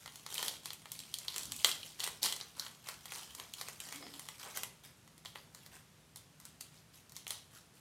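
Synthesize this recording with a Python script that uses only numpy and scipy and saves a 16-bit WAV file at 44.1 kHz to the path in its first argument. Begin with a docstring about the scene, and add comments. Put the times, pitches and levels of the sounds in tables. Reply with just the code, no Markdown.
"""Peeling a candy wrapper

A thin, stiff wrapper is peeled open by hand in a quiet kitchen, then laid on the counter. Creases buckle with
sharp snaps that ring the film; in between, it crinkles and rubs under the fingers. The room echoes. Behind it
are soft swells, a rasp, a thin scrape, a brief tone and a low hum."""
import sys
import numpy as np
from scipy import signal
from scipy.fft import rfft, irfft, next_fast_len
from scipy.io import wavfile
from scipy.ndimage import uniform_filter1d, map_coordinates

SR = 44100
rng = np.random.default_rng(int(sys.argv[2]) if len(sys.argv) > 2 else 0)


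def dump_mix(stems):
    """Bounce the given channels to the path in sys.argv[1] as a 16-bit WAV at rate SR."""
    frames = np.atleast_2d(stems).T  # one column per channel
    limited = np.clip(frames, -1, 1)  # hard clip at full scale
    pcm = np.round(limited * 32767).astype(np.int16)
    wavfile.write(sys.argv[1], SR, pcm)


N = 344068

# creases that snap loudly, with levels relative to the other snaps:
# (time [s], body [dB], ring [dB], crack [dB], ring pitch [Hz], crack pitch [Hz])
LOUD_SNAPS = [(.0594, -49, -47, -52, 4160, 7100), (.077, -52.5, -45.5, -56, 3680, 9400),
              (.1577, -62, -51, -48, 3800, 6460), (.2638, -48, -42, -46.5, 4340, 6800),
              (.3423, -62, -55, -38.5, 3840, 12350), (.3803, -50, -32, -42.5, 3700, 9200),
              (.3936, -48, -43, -58, 3740, 9600), (.4085, -66, -45, -50, 4130, 12300),
              (.428, -41, -34.5, -37, 3960, 13800), (.4815, -48.5, -31.5, -35.5, 4070, 10900),
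              (.6574, -48.5, -39.5, -41, 4280, 10100), (.7047, -50.5, -38.5, -51, 4050, 6900),
              (.7322, -59, -47.5, -44, 3350, 14100), (.8568, -50.5, -49.5, -56.5, 3650, 7500),
              (.9179, -59, -46, -39, 3800, 12900), (.991, -66, -41.5, -46.5, 4450, 8600),
              (1.002, -65, -46, -49, 3600, 8300), (1.1404, -57, -32, -38, 3970, 9200),
              (1.1862, -66, -43, -41, 4730, 7140), (1.282, -53, -29.5, -45.5, 4140, 12700),
              (1.3425, -56, -44, -51, 4390, 7300), (1.3614, -46.5, -38, -38, 3680, 7500),
              (1.3811, -54, -41, -35.5, 4380, 7240), (1.4324, -69, -44, -44, 4360, 7100),
              (1.455, -72, -48, -44.5, 4770, 7200), (1.5202, -51.5, -38, -37.5, 3830, 7500),
              (1.564, -72, -52, -42.5, 3900, 7800), (1.6457, -31, -17, -25.5, 3880, 7540),
              (1.6932, -53, -41, -40, 3680, 8750), (1.7144, -68, -31, -42, 3810, 14200),
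              (1.8304, -67, -39, -61, 3570, 8400), (1.9965, -53, -42.5, -46, 5030, 7300),
              (2.0029, -49.5, -32.5, -41, 3930, 7460), (2.0364, -49, -38, -47, 4040, 7500),
              (2.0407, -60, -35, -34.5, 4220, 8250), (2.0648, -46, -46, -42, 3530, 8100),
              (2.0749, -41, -39, -40, 3700, 9100), (2.23, -54, -27.5, -32, 4470, 12100),
              (2.2375, -52, -36, -35, 4900, 7500), (2.2465, -45, -41, -39, 4300, 9000),
              (2.257, -47, -33, -39, 3700, 8100), (2.2615, -41, -33, -38.5, 4200, 7000),
              (2.279, -48, -40, -52, 3630, 10800), (2.3244, -48.5, -32.5, -37, 3740, 7900),
              (2.3639, -56, -46, -43.5, 4700, 6200), (2.4018, -55, -46, -52, 3500, 7600),
              (2.4114, -54, -37, -55, 4500, 11800), (2.5963, -52.5, -31, -41.5, 4700, 11500),
              (2.6642, -52.5, -41.5, -58, 3780, 7800), (2.8873, -44.5, -40, -42.5, 4310, 14400),
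              (3.0564, -52.5, -47.5, -47, 3890, 12700), (3.1209, -46.5, -46, -48, 3370, 6400),
              (3.1364, -62, -46, -49, 5050, 9600), (3.1588, -51, -52, -47, 3570, 9500),
              (3.3498, -57.5, -49, -45, 4400, 7560), (3.3986, -49.5, -42, -48, 3810, 6530),
              (3.5373, -62, -40, -43.5, 3550, 6750), (3.6124, -45.5, -37, -43, 4540, 12200),
              (3.6853, -47, -48, -43.5, 4400, 6850), (3.8026, -61, -41.5, -42.5, 3240, 8200),
              (3.9246, -47.5, -43, -45.5, 5000, 7100), (4.0255, -51.5, -51, -72, 4090, 8400),
              (4.0666, -53.5, -50, -63, 3710, 7100), (4.1387, -59, -46, -57, 4050, 13700),
              (4.195, -52.5, -47.5, -44, 4070, 9600), (4.287, -48.5, -43, -45, 3450, 7800),
              (4.5728, -46, -56, -36.5, 4650, 12100), (4.6334, -45.5, -39, -37, 3400, 11300),
              (5.0766, -61.5, -62, -61.5, 3640, 6900), (5.1792, -69, -62, -58, 4030, 10800),
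              (5.2503, -54, -54, -55.5, 4430, 7300), (5.2574, -53, -40, -55, 3930, 7300),
              (5.3568, -47.5, -45, -62, 3340, 12400), (5.5478, -58, -50.5, -51, 4810, 7240),
              (5.6626, -59, -51.5, -54, 4430, 14100), (6.1596, -59.5, -49, -48, 4670, 10600),
              (6.171, -69, -63, -53.5, 4600, 10500), (6.4005, -65, -61, -54.5, 4370, 12600),
              (6.4527, -63, -52.5, -47.5, 4490, 8400), (6.6095, -58.5, -41, -42.5, 5420, 6400),
              (7.0953, -74, -59, -57, 4650, 6400), (7.1209, -65, -55, -54, 4770, 13600),
              (7.1653, -57, -44, -45.5, 4590, 6300), (7.2673, -51.5, -41, -51, 3370, 11300),
              (7.279, -70, -54, -42, 3690, 6300), (7.306, -48.5, -37, -37, 3970, 10100)]
# each pull of the fingers: (start [s], rise [s], hold [s], crinkle strength [dB], rub strength [dB])
FINGER_PULLS = [(0.263, 0.091, 0.14, -46, -50.5), (0.629, 0.026, 0.013, -53.5, -62),
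                (0.892, 0.037, 0.066, -57, -68), (1.248, 0.14, .015, -48.5, -54.5),
                (1.497, .03, 0.092, -52.5, -70), (1.636, 0.021, 0.017, -38.5, -42),
                (1.786, 0.032, 0.065, -55, -63), (1.971, 0.058, 0.034, -46, -50),
                (2.215, 0.019, 0.019, -36.5, -43.5), (2.38, 0.026, .005, -58, -54.5),
                (2.531, 0.064, 0.072, -55.5, -56.5), (2.833, 0.053, .01, -50.5, -49.5),
                (3.06, 0.074, 0.053, -49.5, -54), (3.36, 0.032, 0.022, -56.5, -53.5),
                (3.562, 0.026, .005, -49.5, -56), (3.649, 0.036, .005, -53, -53),
                (3.792, 0.022, 0.065, -54.5, -56.5), (3.868, 0.056, 0.036, -53.5, -53.5),
                (4.378, 0.036, 0.093, -53, -53.5), (4.535, 0.028, .002, -44.5, -46),
                (4.829, 0.018, 0.0027, -55, -57), (5.242, .015, .015, -57.5, -72),
                (5.343, 0.015, .005, -57.5, -61), (5.535, .02, 0.098, -64.5, -71),
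                (5.705, 0.033, 0.018, -58.5, -58.5), (6.154, 0.0098, .003, -59, -71.5),
                (6.38, 0.068, 0.029, -64, -67), (6.6, 0.0072, .003, -55, -77),
                (6.713, 0.048, .005, -62.5, -68.5), (6.925, 0.019, 0.0034, -57.5, -65),
                (7.144, 0.012, .003, -55, -83), (7.267, 0.041, 0.027, -50, -55.5),
                (7.499, 0.05, 0.032, -61.5, -63.5), (7.732, 0.03, .02, -65, -75)]
# the faint stirring of the held film between pulls: (time [s], crinkle strength [dB])
GRIP_STRENGTH = [(0, -61), (.8, -65.5), (1.25, -57.5), (1.7, -57.5), (2, -63.5), (2.85, -68), (3.25, -58),
                 (3.5, -64.5), (4.25, -58.5), (4.55, -64), (4.8, -74), (7.8, -80)]
# the tone color of each sound the film makes: (frequency [Hz], gain [dB])
BODY_COLOR = [(100, -27.5), (250, -18), (400, -2), (650, -3.5), (1000, 5), (1350, 1), (1600, -5),
              (2000, 4.5), (2500, -6), (4000, -42)]
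RING_COLOR = [(2000, -0.5), (2750, 2), (3250, 5), (3600, -2), (4300, 2), (5000, -5.5), (6500, 5)]
CRACK_COLOR = [(2000, -53), (4500, -10), (5600, 1.5), (7000, 2.5), (9000, 4), (12000, 0), (14500, -0.5),
               (16000, -15)]
CRINKLE_COLOR = [(300, -43), (1600, -5.5), (2500, -4), (3200, 4.5), (4200, -2), (5000, -0.5), (8500, 0),
                 (12500, -1.5), (16000, -12)]
RUB_COLOR = [(100, -17.5), (250, -7), (450, -4), (1000, 3), (1600, 4), (2200, 2.5), (3500, -14.5),
             (8000, -43)]
# echoes from nearby surfaces: (delay [s], relative level [dB])
WALL_ECHOES = [(.0036, -16.5), (.0082, -30), (0.011, -12), (0.0132, -12.5), (.0172, -34), (.0245, -33)]
# how long the kitchen rings: (frequency [Hz], time to fade by 60 dB [s])
ROOM_DECAY = [(200, 0.81), (1000, 0.29), (4000, 0.37), (9000, 0.3), (16000, 0.17)]
# soft low swells, a short rasp and a thin scrape:
# (time [s], pitch [Hz], band width [Hz], level [dB], rise [s], time to fade by 60 dB [s])
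SWELLS_AND_SCRAPES = [(1.446, 90, 89.5, -55.5, 0.019, 0.69), (1.461, 254, 50, -60.5, 0.027, 0.46),
                      (3.998, 412, 130, -54.5, 0.018, 0.47), (4.012, 730, 80, -55.5, 0.013, 0.2),
                      (4.046, 248, 50, -57, 0.028, 0.11), (3.99, 5100, 300, -58.5, 0.055, .7),
                      (4.448, 745, 805, -50.5, 0.018, 0.3)]
# the tone color of the still room: (frequency [Hz], gain [dB])
AIR_COLOR = [(20, -15), (36, -27), (58, -1.5), (80, -1.5), (125, 2), (200, -1.5), (330, -9), (600, -12.5),
             (1500, -14.5), (4000, -19), (9000, -21.5), (13500, -27), (16000, -40)]

TOP_HZ = 15900  # the highest frequency heard


def snaps(creases, size=1024):
    """Each crease pushes the whole sheet, rings one facet (a stiff, flat patch) and gives a high crack."""
    sheet, facets = np.zeros(N), np.zeros(N)
    t = np.arange(size) / SR
    burst = np.sqrt(0.0035 * SR / size)  # scales each snap to the energy of a 3.5 ms burst
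    for start, body_db, ring_db, crack_db, ring_hz, crack_hz in creases:
        kicks = buckle(t, run_s=0.0018, slip_db=-19)
        body = unit(colored(kicks, BODY_COLOR))
        ring = unit(facet_ring(colored(kicks, RING_COLOR), ring_hz, width_hz=1740))
        sharp_kicks = kicks + 1.2 * resonate(kicks, crack_hz, width_hz=750)
        crack = unit(colored(sharp_kicks, CRACK_COLOR))
        add(sheet, start, burst * (amp(body_db + 2.35) * body + amp(crack_db + 0.96) * crack))
        add(facets, start, burst * amp(ring_db - 1.74) * ring)
    return sheet, facets


def buckle(t, run_s, slip_db, count=14, slip_fade_s=0.029):
    """A crease gives way: a first kick, a quick run of smaller ones, and a short fizz of slipping film."""
    kicks = np.zeros(len(t))
    places = (rng.random(count) * run_s * SR).astype(int)
    np.add.at(kicks, places, rng.normal(0, 0.59, count))
    kicks[0] = 1
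    kicks += amp(slip_db - 60 * t / slip_fade_s) * rng.standard_normal(len(t))
    # even out the energy from low to high, so that the film alone gives the color
    power = uniform_filter1d(np.abs(rfft(kicks)) ** 2, 11)
    hz = np.fft.rfftfreq(len(t), 1 / SR)
    return colored(kicks, np.column_stack([hz, -10 * np.log10(power)]))


def facet_ring(x, hz, width_hz):
    """A stiff facet of film rings briefly in one broad band."""
    edges = np.clip([hz - width_hz / 2, hz + width_hz / 2], 100, SR / 2 - 100)
    return signal.sosfilt(signal.butter(3, edges, "bandpass", fs=SR, output="sos"), x)


def small_snaps(crinkle, count=48, peeling_s=4.6, ring_hz=3940, crack_hz=8100):
    """Small creases give way by chance, louder under a harder pull; returns rows like LOUD_SNAPS."""
    times = (np.arange(count) + rng.random(count)) * peeling_s / count
    effort_db = np.minimum(20 * np.log10(crinkle[(times * SR).astype(int)]), -54)
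    scatter_db = 2 * rng.standard_normal((count, 3))
    levels = effort_db[:, None] + (-6.5, 3, 1) + scatter_db  # body, ring, crack
    octaves = 0.14 * rng.standard_normal((count, 2))
    pitches = 2 ** octaves * [ring_hz, crack_hz]
    return np.column_stack([times, levels, np.minimum(pitches, TOP_HZ)])


def fingers(grip_rub_db=-5, release_db_per_s=199):
    """Pulls build, hold and let go on top of a light grip; returns crinkle and rub strength over time."""
    grip_times, grip_levels = np.transpose(GRIP_STRENGTH)
    grip_db = np.interp(np.arange(N) / SR, grip_times, grip_levels)
    crinkle_power = amp(grip_db) ** 2
    rub_power = amp(grip_db + grip_rub_db) ** 2
    t = np.arange(SR) / SR
    for start, rise, hold, crinkle_db, rub_db in FINGER_PULLS:
        settling = amp(-release_db_per_s * np.maximum(t - rise - hold, 0))
        pull = np.minimum(t / rise, 1) ** 1.06 * settling
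        add(crinkle_power, start, (amp(crinkle_db) * pull) ** 2)
        add(rub_power, start, (amp(rub_db) * pull) ** 2)
    return np.sqrt(crinkle_power), np.sqrt(rub_power)


def crinkling(crinkle, rub):
    """Wrinkles crackle and tick as the fingers pull; the same crackle is duller where the film rubs."""
    crackle = wrinkles(per_second=420, spread_db=4.5, life_s=0.0007, hiss_db=-4)
    crackle = shifting_folds(crackle, depth_db=2.6)
    ticks = facet_ticks(per_second=330, hz=4900, octaves=1.4, cycles=2.6, spread_db=5.5)
    bright = unit(unit(colored(crackle, CRINKLE_COLOR)) + 0.7 * ticks)
    dull = unit(colored(crackle, RUB_COLOR))
    return amp(-0.5) * crinkle * bright + amp(-3) * rub * dull


def wrinkles(per_second, spread_db, life_s, hiss_db):
    """Tiny buckles at random moments, mostly small and a few large, over a smooth sliding hiss."""
    sizes = amp(spread_db * np.minimum(rng.exponential(size=N), 3))
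    kicks = (rng.random(N) < per_second / SR) * sizes
    power = signal.lfilter([1], [1, -np.exp(-1 / (life_s * SR))], kicks ** 2)  # each kick dies away
    loudness = np.sqrt(power / power.mean() + amp(hiss_db) ** 2)
    return unit(loudness * rng.standard_normal(N))


def shifting_folds(x, depth_db, smoothing=7):
    """The tone color drifts as the folds change shape."""
    spectra = signal.stft(x, nperseg=512)[2]
    drift = uniform_filter1d(rng.standard_normal(spectra.shape), smoothing, axis=0)  # across frequency
    drift = uniform_filter1d(drift, smoothing, axis=1)  # across time
    return signal.istft(spectra * amp(depth_db * unit(drift)), nperseg=512)[1][:N]


def facet_ticks(per_second, hz, octaves, cycles, spread_db, size=300):
    """Tiny facets flip at random moments, each ringing for a few cycles at its own pitch."""
    count = round(per_second * N / SR)
    when, up, down, strength = np.hsplit(rng.random((count, 4)), 4)
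    pitch = np.minimum(hz * 2 ** (octaves * (up - down)), TOP_HZ)
    gain = amp(spread_db * np.minimum(-np.log(1 - strength), 2))
    gain *= np.sqrt(np.minimum(pitch / hz, 1))  # low ticks are softer
    turns = pitch * np.arange(size) / SR
    rings = gain * np.sin(2 * np.pi * turns) * np.exp(-turns / cycles) * (1 - np.exp(-turns))
    places = (when * (N - size)).astype(int) + np.arange(size)
    return unit(np.bincount(places.ravel(), rings.ravel(), N))


def kitchen_echo(x, tail_db, walls_db, pieces=52):
    """Short echoes from nearby surfaces and a fading room tail, varied at random from moment to moment."""
    echo = np.zeros(N)
    for part in np.array_split(np.arange(N), pieces):
        start = part[0] / SR
        for delay, db in WALL_ECHOES:
            arrival = start + delay * (1 + 0.04 * rng.standard_normal())
            add(echo, arrival, amp(db + walls_db) * x[part])
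        add(echo, start, amp(tail_db) * signal.fftconvolve(x[part], room_tail(build_s=0.00033)))
    return echo


def room_tail(build_s):
    """Many echoes blur into one fading tail whose highest sounds die first."""
    hz, t, spectra = signal.stft(rng.standard_normal(SR // 2), SR, nperseg=256)
    fade = amp(-60 * t / look_up(ROOM_DECAY, hz)[:, None])
    tail = signal.istft(spectra * fade, SR, nperseg=256)[1]
    tail *= 1 - np.exp(-np.arange(len(tail)) / (build_s * SR))
    return tail / np.linalg.norm(tail)


def swells_and_scrapes():
    """Soft low swells, a short rasp and a thin scrape: each is a band of noise that rises and fades."""
    track = np.zeros(N)
    t = np.arange(SR // 2) / SR
    for start, hz, width_hz, db, rise, fade_s in SWELLS_AND_SCRAPES:
        band = resonate(rng.standard_normal(len(t)), hz, width_hz)
        band = unit(resonate(band, hz, 2 * width_hz))
        swell = np.minimum(t / rise, 1) * amp(db - 60 * np.maximum(t - rise, 0) / fade_s)
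        add(track, start, band * swell)
    return track


def low_tone(start_s=3.935, length_s=0.275, rise_s=0.023, hz=283, db=-57, fade_db_per_s=24):
    """A faint low tone wavers for a moment and fades."""
    t = np.arange(N) / SR - start_s
    on_off = np.clip(np.minimum(t, length_s - t) / rise_s, 0, 1)
    pitch = hz * (1 + 0.038 * wobble(80))
    phase = 2 * np.pi * np.cumsum(pitch) / SR
    level_db = db - fade_db_per_s * np.maximum(t, 0) + 2.4 * wobble(60)
    return on_off * amp(level_db) * unit(np.sin(phase))


def air_and_hum(air_db=-64, hum_hz=155.3, hum_db=-72.5, waver_db=1.5):
    """Steady air noise and a low hum whose level wavers."""
    air = amp(air_db) * unit(colored(rng.standard_normal(N), AIR_COLOR))
    phase = 2 * np.pi * hum_hz * np.arange(N) / SR + 0.4 * wobble(11)
    hum = amp(hum_db + waver_db * wobble(4)) * unit(np.sin(phase))
    return air + hum


def amp(db):
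    """Turn decibels into a number to multiply by."""
    return 10 ** (np.asarray(db) / 20)


def unit(x):
    """Scale a sound to an average power of 1."""
    return x / np.sqrt(np.mean(x ** 2) + 1e-20)


def look_up(points, hz):
    """Read between the rows of a (frequency, value) table, with octaves evenly spaced."""
    frequencies, values = np.transpose(points)
    return np.interp(np.log(hz + 1), np.log(frequencies + 1), values)


def wobble(per_second):
    """A smooth curve through random points."""
    points = rng.standard_normal(int(N * per_second / SR) + 4)
    return map_coordinates(points, [np.arange(N) * per_second / SR])


def colored(x, color):
    """Filter a sound with a table of (frequency [Hz], gain [dB])."""
    size = 2 * next_fast_len(len(x))
    gains = amp(look_up(color, np.fft.rfftfreq(size, 1 / SR)))
    shape = irfft(np.log(gains))
    # fold the shape forward in time, so nothing rings before the sound arrives
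    shape[1:size // 2] *= 2
    shape[size // 2 + 1:] = 0
    return irfft(rfft(x, size) * np.exp(rfft(shape)))[:len(x)]


def resonate(x, hz, width_hz):
    """Let a sound ring around one pitch."""
    return signal.lfilter(*signal.iirpeak(hz, hz / width_hz, SR), x)


def add(track, start_s, sound):
    """Mix a sound into the track at the given time."""
    part = track[max(round(start_s * SR), 0):][:len(sound)]
    part += sound[:len(part)]


def scene():
    """The wrapper in the kitchen, on one channel."""
    crinkle, rub = fingers()
    sheet, facets = snaps(np.vstack([LOUD_SNAPS, small_snaps(crinkle)]))
    sheet += crinkling(crinkle, rub)
    # the flat facets aim their sound forward, so less of it stirs the room
    echo = kitchen_echo(sheet + amp(-3) * facets, tail_db=-5, walls_db=-4.5)
    return (sheet + facets + echo + swells_and_scrapes() + low_tone() + air_and_hum())[None]


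def record(dry):
    """Cut the deep bass and everything above TOP_HZ."""
    thin = signal.sosfilt(signal.butter(4, 46, "highpass", fs=SR, output="sos"), dry)
    size = next_fast_len(N + SR // 2)
    below_top = np.fft.rfftfreq(size, 1 / SR) < TOP_HZ
    return irfft(rfft(thin, size) * below_top, size)[:, :N]


dry = scene()
out = record(dry)
dump_mix(out)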